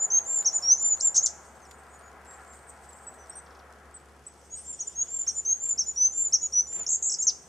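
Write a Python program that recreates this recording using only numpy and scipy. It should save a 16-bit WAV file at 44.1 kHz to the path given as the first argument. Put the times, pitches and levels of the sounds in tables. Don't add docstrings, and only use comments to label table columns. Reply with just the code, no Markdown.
import sys
import numpy as np
from scipy import signal
from scipy.fft import rfft, irfft
from scipy.io import wavfile

SR = 44100
rng = np.random.default_rng(int(sys.argv[2]) if len(sys.argv) > 2 else 0)


def waveform_to_disk(signal):
    frames = np.transpose(np.atleast_2d(signal))
    scaled = np.clip(frames, -1, 1) * 32767
    samples = np.round(scaled).astype(np.int16)
    wavfile.write(sys.argv[1], SR, samples)


N = 329868
TIME = np.arange(N) / SR
# share of its length, pitch offset in Hz, level in dB.
CALL_SHAPE = [(0.0, -130, -5), (0.25, -20, -1), (0.6, -54.5, -3), (1.0, -250, -3)]


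def amp(db):
    return 10 ** (np.asarray(db) / 20)


def unit(x):
    return x / np.sqrt(np.mean(x ** 2) + 1e-20)


def follow(rows, at):
    knots, *columns = np.transpose(rows)
    return [np.interp(at, knots, column) for column in columns]


def on_log(points, hz):
    knots_hz, value = np.transpose(points)
    return np.interp(np.log(hz + 1), np.log(knots_hz + 1), value)


def wander(n, rate_hz):
    size = max(n, SR)
    low_pass = np.exp(-(np.fft.rfftfreq(size, 1 / SR) / rate_hz) ** 2)
    return unit(irfft(rfft(rng.standard_normal(size)) * low_pass, size))[:n]


def noise(colour):
    # frequency in Hz, correlation of left and right.
    coherence = [(60, 0.69), (200, 0.9), (700, 0.89), (1500, 0.84), (3000, 0.5), (12000, 0.8)]
    hz = np.fft.rfftfreq(N, 1 / SR)
    left, independent = rfft(rng.standard_normal((2, N)))
    same = np.clip(on_log(coherence, hz), 0, 1)
    right = same * left + np.sqrt(1 - same ** 2) * independent
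    return unit(irfft(np.array([left, right]) * amp(on_log(colour, hz)), N))


def add(mix, s, sound):
    start = round(s * SR)
    sound = sound[max(-start, 0):]
    part = mix[max(start, 0):][:len(sound)]
    part += sound[:len(part)]


def hump(s, length):
    return np.sin(np.pi * np.clip((TIME - s) / length, 0, 1))


def syrinx(hz, db, buzz=0., buzz_hz=1000, waver_hz=25, hiss_db=-38):
    n = len(hz)
    t = np.arange(n) / SR
    phase = 2 * np.pi * np.cumsum(hz + waver_hz * wander(n, 270)) / SR
    edges = np.sin(np.pi / 2 * np.clip(np.minimum(t, t[-1] - t) / .002, 0, 1)) ** 2
    modulation = 1 + buzz * np.sin(2 * np.pi * buzz_hz * t) + amp(hiss_db) * wander(n, 1300)
    octave = amp(np.minimum(-63 + .0046 * (6900 - hz), 0))
    flutter_db = 1.4 * wander(n, rate_hz=90)
    return edges * modulation * amp(db + flutter_db) * (np.sin(phase) + octave * np.sin(2 * phase))


def note(shape, length, hz, db, glide_hz=0., swell_db=0., **voice):
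    along = np.linspace(0, 1, round(length * SR))
    bend_hz, shape_db = follow(shape, along)
    tilt = along - .5
    return syrinx(hz + bend_hz + glide_hz * tilt, db + shape_db + swell_db * tilt, **voice)


def notes(shape, rows, **voice):
    out = np.zeros(N)
    for s, *row in rows:
        add(out, s, note(shape, *row, **voice))
    return out


def song():
    # share of the note's length, pitch offset in Hz, level in dB.
    slur = [(0.0, -600, -15), (0.17, -170, -4.5), (0.35, -52, -2.5), (0.7, 13, 2.5), (0.87, 192.5, 1.5),
            (1.0, 239, -11.5)]
    arch = [(0, -380, -15), (.17, -140, -10), (.35, -10, -4), (.54, 0, -2), (.7, -70, -4), (.84, -230, -.5),
            (.96, -330, -2), (1, -650, -14)]
    chevron = [(0, -1150, -19), (.16, -950, -10), (.31, -110, -1), (.4, 0, 0), (.56, -650, -1),
               (.72, -950, -6), (1, -1080, -20)]
    pip = [(0.0, -260, -13.5), (0.25, -100, -8.5), (0.55, -32, -0.5), (0.85, -94, -4), (1.0, -500, -14.5)]
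    # start and length in seconds, pitch in Hz, relative level in dB;
    # slurs add glide in Hz and swell in dB.
    slurs = [(0.102, 0.1, 6402, -21, -230, -1.5), (1.226, 0.034, 7150, -23.5, 250, -12),
             (4.497, 0.061, 6730, -43.5, -200, 6), (4.553, 0.065, 8470, -44, -200, -19),
             (4.949, 0.083, 6580, -30, -210, 14), (5.449, 0.094, 6415, -23, -200, -0.5),
             (5.959, 0.12, 6060, -22.5, -58, 5.5), (6.523, 0.1, 5943, -23.5, -170, 1),
             (7.185, 0.037, 7020, -28, 151, -11)]
    arches = [(0.256, 0.16, 7360, -23.5), (0.778, 0.17, 7195, -21.5), (1.013, 0.078, 7390, -19.5),
              (4.642, 0.11, 7410, -39), (5.081, 0.16, 7370, -30), (5.599, 0.138, 7353, -25.5),
              (6.119, 0.17, 7310, -25), (6.668, 0.17, 7280, -32)]
    chevrons = [(0.446, 0.055, 6500, -20), (4.789, 0.052, 6820, -30.5), (5.265, 0.048, 6570, -24.5),
                (5.775, 0.059, 6410, -22.5), (6.323, 0.046, 6485, -17)]
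    pips = [(0.0, 0.059, 7140, -20.5), (0.529, 0.059, 7080, -21.5), (1.666, 0.087, 7170, -55.5),
            (1.91, 0.069, 7000, -57.5), (2.022, 0.071, 6950, -57), (2.263, 0.1, 7600, -49.5),
            (2.451, 0.109, 7430, -56), (4.87, 0.018, 7210, -27.5), (5.345, 0.063, 7150, -28.5),
            (5.861, 0.059, 7080, -27.5), (6.409, 0.063, 6900, -26)]
    return notes(slur, slurs) + notes(arch, arches) + notes(chevron, chevrons) + notes(pip, pips)


def wood(x, near_db=-13, near_t60=.24, far_db=-22.3, far_t60=.72):
    # delay in seconds, level in dB.
    trunk_echoes = [(.0088, -9.5)]
    t = np.arange(SR) / SR
    common, left, right = rng.standard_normal((3, SR)) * (t > .005)
    scatter = common + .8 * np.array([left, right])
    near = scatter * amp(-60 * t / near_t60)
    far = scatter[:, ::-1] * amp(-60 * t / far_t60) * (t > .01)
    response = amp(near_db) * near / np.linalg.norm(near[0]) + amp(far_db) * far / np.linalg.norm(far[0])
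    response[:, 0] += 1
    for delay, db in trunk_echoes:
        response[:, round(delay * SR)] += amp(db)
    return signal.fftconvolve(x[None], response, axes=1)[:, :N]


def flock(flicker_db=3.5, fade_s=.18):
    # frequency in Hz, spectral level in dB.
    band = [(5000, -46.5), (6000, -18), (7200, -14), (7700, -7), (8400, 0), (8800, -9), (9500, -30)]
    # start and length in seconds, level in dB.
    bouts = [(-0.3, 2.4, -65.5), (2.25, 1.25, -63.5), (4.3, 3.5, -63.5)]
    envelope = sum(amp(db) * np.clip(np.minimum(TIME - s, s + length - TIME) / fade_s, 0, 1)
                   for s, length, db in bouts)
    return noise(band) * envelope * amp(flicker_db * wander(N, 25))


def wind(air_db=-58, flicker_db=.5):
    # frequency in Hz, spectral level in dB.
    deep_colour = [(100, -22.5), (300, -9.5), (550, -1), (800, 2), (980, -2), (1600, -24.5), (3000, -35.5)]
    bright_colour = [(500, -28.5), (900, -3.5), (1300, 3), (1600, 0), (2100, -6.5), (2900, -21),
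                     (6000, -41.5)]
    air_colour = [(22, -43), (37, -34), (51, -10.5), (65, -3), (82, -9.5), (97, -10), (208, -8), (457, -7),
                  (698, -13), (3500, -25.5), (4550, -65), (7700, -120)]
    # peak time and half width in seconds, deep and bright level in dB.
    gusts = [(0.0, 1, -50, -54), (1.353, 0.32, -55.5, -58), (2.2, 0.64, -56, -54), (2.38, 0.09, -68, -54.5),
             (3.2, 0.45, -54.5, -57), (3.649, 0.41, -67.5, -57)]
    deep, bright = amp(-62.5), amp(-65.5)
    for s, width, deep_db, bright_db in gusts:
        bell = np.exp(-((TIME - s) / width) ** 2 / 2)
        deep = np.hypot(deep, amp(deep_db) * bell)
        bright = np.hypot(bright, amp(bright_db) * bell)
    sigh = noise(deep_colour) * deep + noise(bright_colour) * bright
    lean_left = amp([[.8], [-.8]])
    return (sigh * amp(flicker_db * wander(N, 9.5)) + noise(air_colour) * amp(air_db)) * lean_left


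def engine(firing_hz=71, nearest_db=-59, nearest_s=2.5, approach_s=1, recede_s=2.5):
    distance = np.hypot(1, (TIME - nearest_s) / np.where(TIME < nearest_s, approach_s, recede_s))
    phase = 2 * np.pi * np.cumsum(firing_hz + .26 * wander(N, 2.2)) / SR
    firing = amp(nearest_db - 2 * wander(N, 6)) / distance * np.sin(phase)
    whirr = amp(-79) * np.sin(2 * np.pi * 143 * TIME)
    return np.sqrt(2) * (firing + whirr)


def snaps(rows, colour, t60):
    envelope = np.zeros(N)
    decay = amp(-60 * np.arange(SR // 10) / SR / t60)
    for s, db in rows:
        add(envelope, s, amp(db) * decay)
    return envelope * noise(colour)


def needles(impulses_per_s=110, t60=.017):
    # frequency in Hz, spectral level in dB.
    colour = [(1000, -15), (2500, 1.5), (4500, 9.5), (8000, 9.5), (11000, 3.5), (14000, -10), (16000, -25)]
    # start and length in seconds, level in dB.
    stirs = [(0.057, 0.95, -62.5), (2.746, 0.22, -68), (4.496, 3.6, -68.5)]
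    # start in seconds, peak level in dB.
    crisp_snaps = [(1.653, -54.5), (2.31, -51.5), (2.448, -58), (2.591, -55.5), (2.932, -49.5),
                   (2.987, -54), (3.304, -53.5)]
    decay = amp(-60 * np.arange(SR // 10) / SR / t60)
    impulses = np.minimum(rng.exponential(1, N), 2.6) * (rng.random(N) < impulses_per_s / SR)
    patches = amp(-3 + np.tanh(wander(N, 7)))
    crackle = unit(signal.oaconvolve(impulses, decay)[:N]) * patches
    stir = sum(amp(db) * hump(s, length) for s, length, db in stirs)
    hiss = noise(colour) * np.hypot(amp(-68.5), stir)
    return hiss * np.hypot(1, crackle) + snaps(crisp_snaps, colour, t60)


def twigs():
    # start in seconds, peak level in dB.
    ticks = [(0.15, -46.5), (0.189, -44.5), (0.3258, -49.5), (0.425, -45.5), (0.65, -45.5), (0.971, -49.5),
             (1.711, -44.5)]
    # frequency in Hz, spectral level in dB.
    colour = [(300, -12), (1500, 1), (3500, 1), (8000, -3.5), (12000, -12.5), (16000, -17)]
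    return snaps(ticks, colour, t60=.041)


def contact_calls():
    # start and length in seconds, pitch in Hz, relative level in dB, glide in Hz.
    calls = [(0.543, 0.039, 8520, -41, 808), (1.62, 0.047, 5980, -58, -1300),
             (1.988, 0.014, 8850, -55.5, -510), (2.668, 0.044, 8430, -55.5, -650),
             (2.888, 0.012, 7980, -46.5, 318), (2.927, 0.019, 7610, -50.5, 212),
             (3.067, 0.023, 7960, -37, 202.5), (3.184, 0.065, 6060, -57, 100),
             (3.295, 0.013, 8280, -37.5, 289), (3.311, 0.092, 5880, -57, 852),
             (3.354, 0.042, 8550, -39.5, -600), (3.94, 0.035, 8160, -44.5, -260),
             (6.923, 0.07, 5350, -60, -600), (4.265, 0.016, 8060, -35, 148),
             (4.597, 0.029, 9400, -51, 1699), (4.692, 0.028, 9060, -47, 1705)]
    return notes(CALL_SHAPE, calls)


def glide(curve, **voice):
    out = np.zeros(N)
    t = np.arange(curve[0][0], curve[-1][0], 1 / SR)
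    add(out, t[0], syrinx(*follow(curve, t), **voice))
    return out


def climbing_whistle():
    # time in seconds, pitch in Hz, relative level in dB.
    climb = [(0.623, 5300, -36.5), (0.645, 5580, -29.5), (0.7, 5700, -22.5), (0.709, 5940, -13.5),
             (0.731, 6190, -15.5), (0.738, 6370, -23)]
    return glide(climb)


def sweeps(harmonics=4):
    # time in seconds, fundamental in Hz, level before the windpipe in dB.
    scoop = [(.995, 4400, -33), (1.002, 3900, -25), (1.01, 5700, -20), (1.013, 7200, -17)]
    long_sweep = [(1.143, 1800, -29), (1.153, 2250, -25), (1.163, 3450, -18), (1.175, 5100, -19),
                  (1.181, 6350, -11), (1.188, 6500, -13), (1.193, 6450, -26)]
    second_sweep = [(1.162, 4800, -26), (1.168, 6400, -13.5), (1.177, 7100, -22)]
    flick = [(1.258, 7700, -21), (1.262, 6100, -12), (1.264, 4700, -14), (1.27, 2800, -18)]
    # frequency in Hz, gain in dB.
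    windpipe = [(1800, -45), (4400, -18), (5800, 0), (7000, 0), (8800, -16), (10000, -38), (18000, -90)]
    out = np.zeros(N)
    for curve in (scoop, long_sweep, second_sweep, flick):
        t = np.arange(curve[0][0], curve[-1][0], 1 / SR)
        hz, db = follow(curve, t)
        phase = 2 * np.pi * np.cumsum(hz) / SR
        tone = sum(amp(on_log(windpipe, k * hz)) * np.sin(k * phase) for k in range(1, harmonics + 1))
        add(out, t[0], amp(db) * tone * signal.windows.tukey(len(t), .1))
    return out


def swells(rows, flicker_db):
    out = np.zeros((2, N))
    hz = np.geomspace(50, SR / 2, 600)
    for s, length, centre_hz, octaves, db in rows:
        band_db = np.maximum(-6 * (np.log2(hz / centre_hz) / octaves) ** 2, -80)
        out += amp(db) * noise(np.c_[hz, band_db]) * hump(s, length)
    return out * amp(flicker_db * wander(N, 25))


def far_calls():
    # start and length in seconds, centre in Hz, width in octaves, level in dB.
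    calls = [(1.876, 0.11, 8100, 0.064, -59), (2.24, 0.12, 8020, 0.067, -57),
             (2.9, 0.16, 7800, 0.082, -61.5), (4.12, 1.44, 6000, 0.25, -60.5),
             (4.44, 0.55, 8260, 0.06, -55), (4.45, 1.2, 3220, 0.2, -69), ]
    return swells(calls, flicker_db=3)


def throat(x):
    # frequency in Hz, gain in dB.
    response = [(2500, -9), (4500, -3), (6000, 0), (7900, 0), (9300, -8), (10500, -24), (14000, -30)]
    return irfft(rfft(x) * amp(on_log(response, np.fft.rfftfreq(N, 1 / SR))), N)


def click_run(start_s=3.461, gap_s=.0435, length_s=.012, hz=4700, fall_hz=3500):
    clicks = [(start_s + k * gap_s, length_s, hz, -52, -fall_hz) for k in range(4)]
    return notes(CALL_SHAPE, clicks, hiss_db=-6)


def litter():
    # start in seconds, peak level in dB.
    crunches = [(5.27, -47), (5.663, -51.5), (6.55, -53.5), (6.722, -51), (6.758, -50.5), (6.793, -55),
                (6.835, -56), (6.843, -53)]
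    # frequency in Hz, spectral level in dB.
    colour = [(150, -13), (1300, 1.5), (2500, 1), (4000, -6), (8000, -5), (14000, -23.5)]
    # start and length in seconds, centre in Hz, width in octaves, level in dB.
    shuffles = [(6.7, 0.2, 300, 2.2, -54.5)]
    return snaps(crunches, colour, t60=.083) + swells(shuffles, flicker_db=5)


def trills(first_dip=.3, sharpness=1.4):
    # start and length in seconds, dips per second, top pitch, rise and dip depth in Hz,
    # relative level and gain in the dips in dB, roundness from 0 to 1.
    runs = [(5.285, .105, 62, 8950, 0, 800, -48, 4, .14), (6.864, .022, 82, 6900, 600, 1200, -30, 5, .4),
            (6.888, .075, 72, 7500, 150, 1050, -24, 3.5, .14),
            (7.024, .068, 64, 7650, 250, 1050, -25, 3, .14), (7.093, .06, 44, 7800, -200, 2500, -28, 5, .5)]
    out = np.zeros(N)
    for s, length, rate, top_hz, rise_hz, depth_hz, db, dip_db, roundness in runs:
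        t = np.arange(round(length * SR)) / SR
        rounded_v = np.hypot(np.sin(np.pi * (rate * t - first_dip)), roundness)
        dip = np.maximum((1 - rounded_v) / (1 - roundness), 0) ** sharpness
        hz = top_hz + rise_hz * (t / length - .5) - depth_hz * dip
        add(out, s, syrinx(hz, db + dip_db * dip, waver_hz=111))
    return out


def song_ending():
    # start and length in seconds, pitch in Hz, relative level in dB, glide in Hz.
    two_voices = [(7.219, 0.023, 6490, -22.5, -150), (7.222, 0.035, 7510, -27.5, 141)]
    # time in seconds, pitch in Hz, relative level in dB.
    squeal = [(7.267, 6450, -27), (7.27, 6400, -18), (7.277, 6280, -17), (7.283, 6080, -12),
              (7.287, 5800, -13.5), (7.291, 5600, -21), (7.298, 5150, -21), (7.305, 3600, -45),
              (7.313, 2420, -52)]
    return notes(CALL_SHAPE, two_voices, buzz=.38, buzz_hz=905) + glide(squeal, buzz=.81, buzz_hz=528.4)


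def scene():
    whistles = amp(3.5) * (song() + contact_calls() + climbing_whistle()) + throat(song_ending())
    chatter = wood(sweeps() + throat(click_run() + trills()), near_db=-10, near_t60=.18)
    birds = (wood(whistles) + chatter) * amp([[.2], [-.2]])
    return birds + flock() + far_calls() + wind() + needles() + twigs() + litter() + engine()


def record(dry):
    spacing_hz, width_hz, depth, edge_hz = 300, 42, .74, 15600
    for k in range(1, 18):
        hz = k * spacing_hz
        notched = signal.lfilter(*signal.iirnotch(hz, hz / width_hz, SR), dry)
        dry = dry + depth * (notched - dry)
    low_pass = signal.firwin(511, edge_hz, window=("kaiser", 9), fs=SR)
    return signal.oaconvolve(dry, low_pass[None], "same")


dry = scene()
out = record(dry)
waveform_to_disk(out)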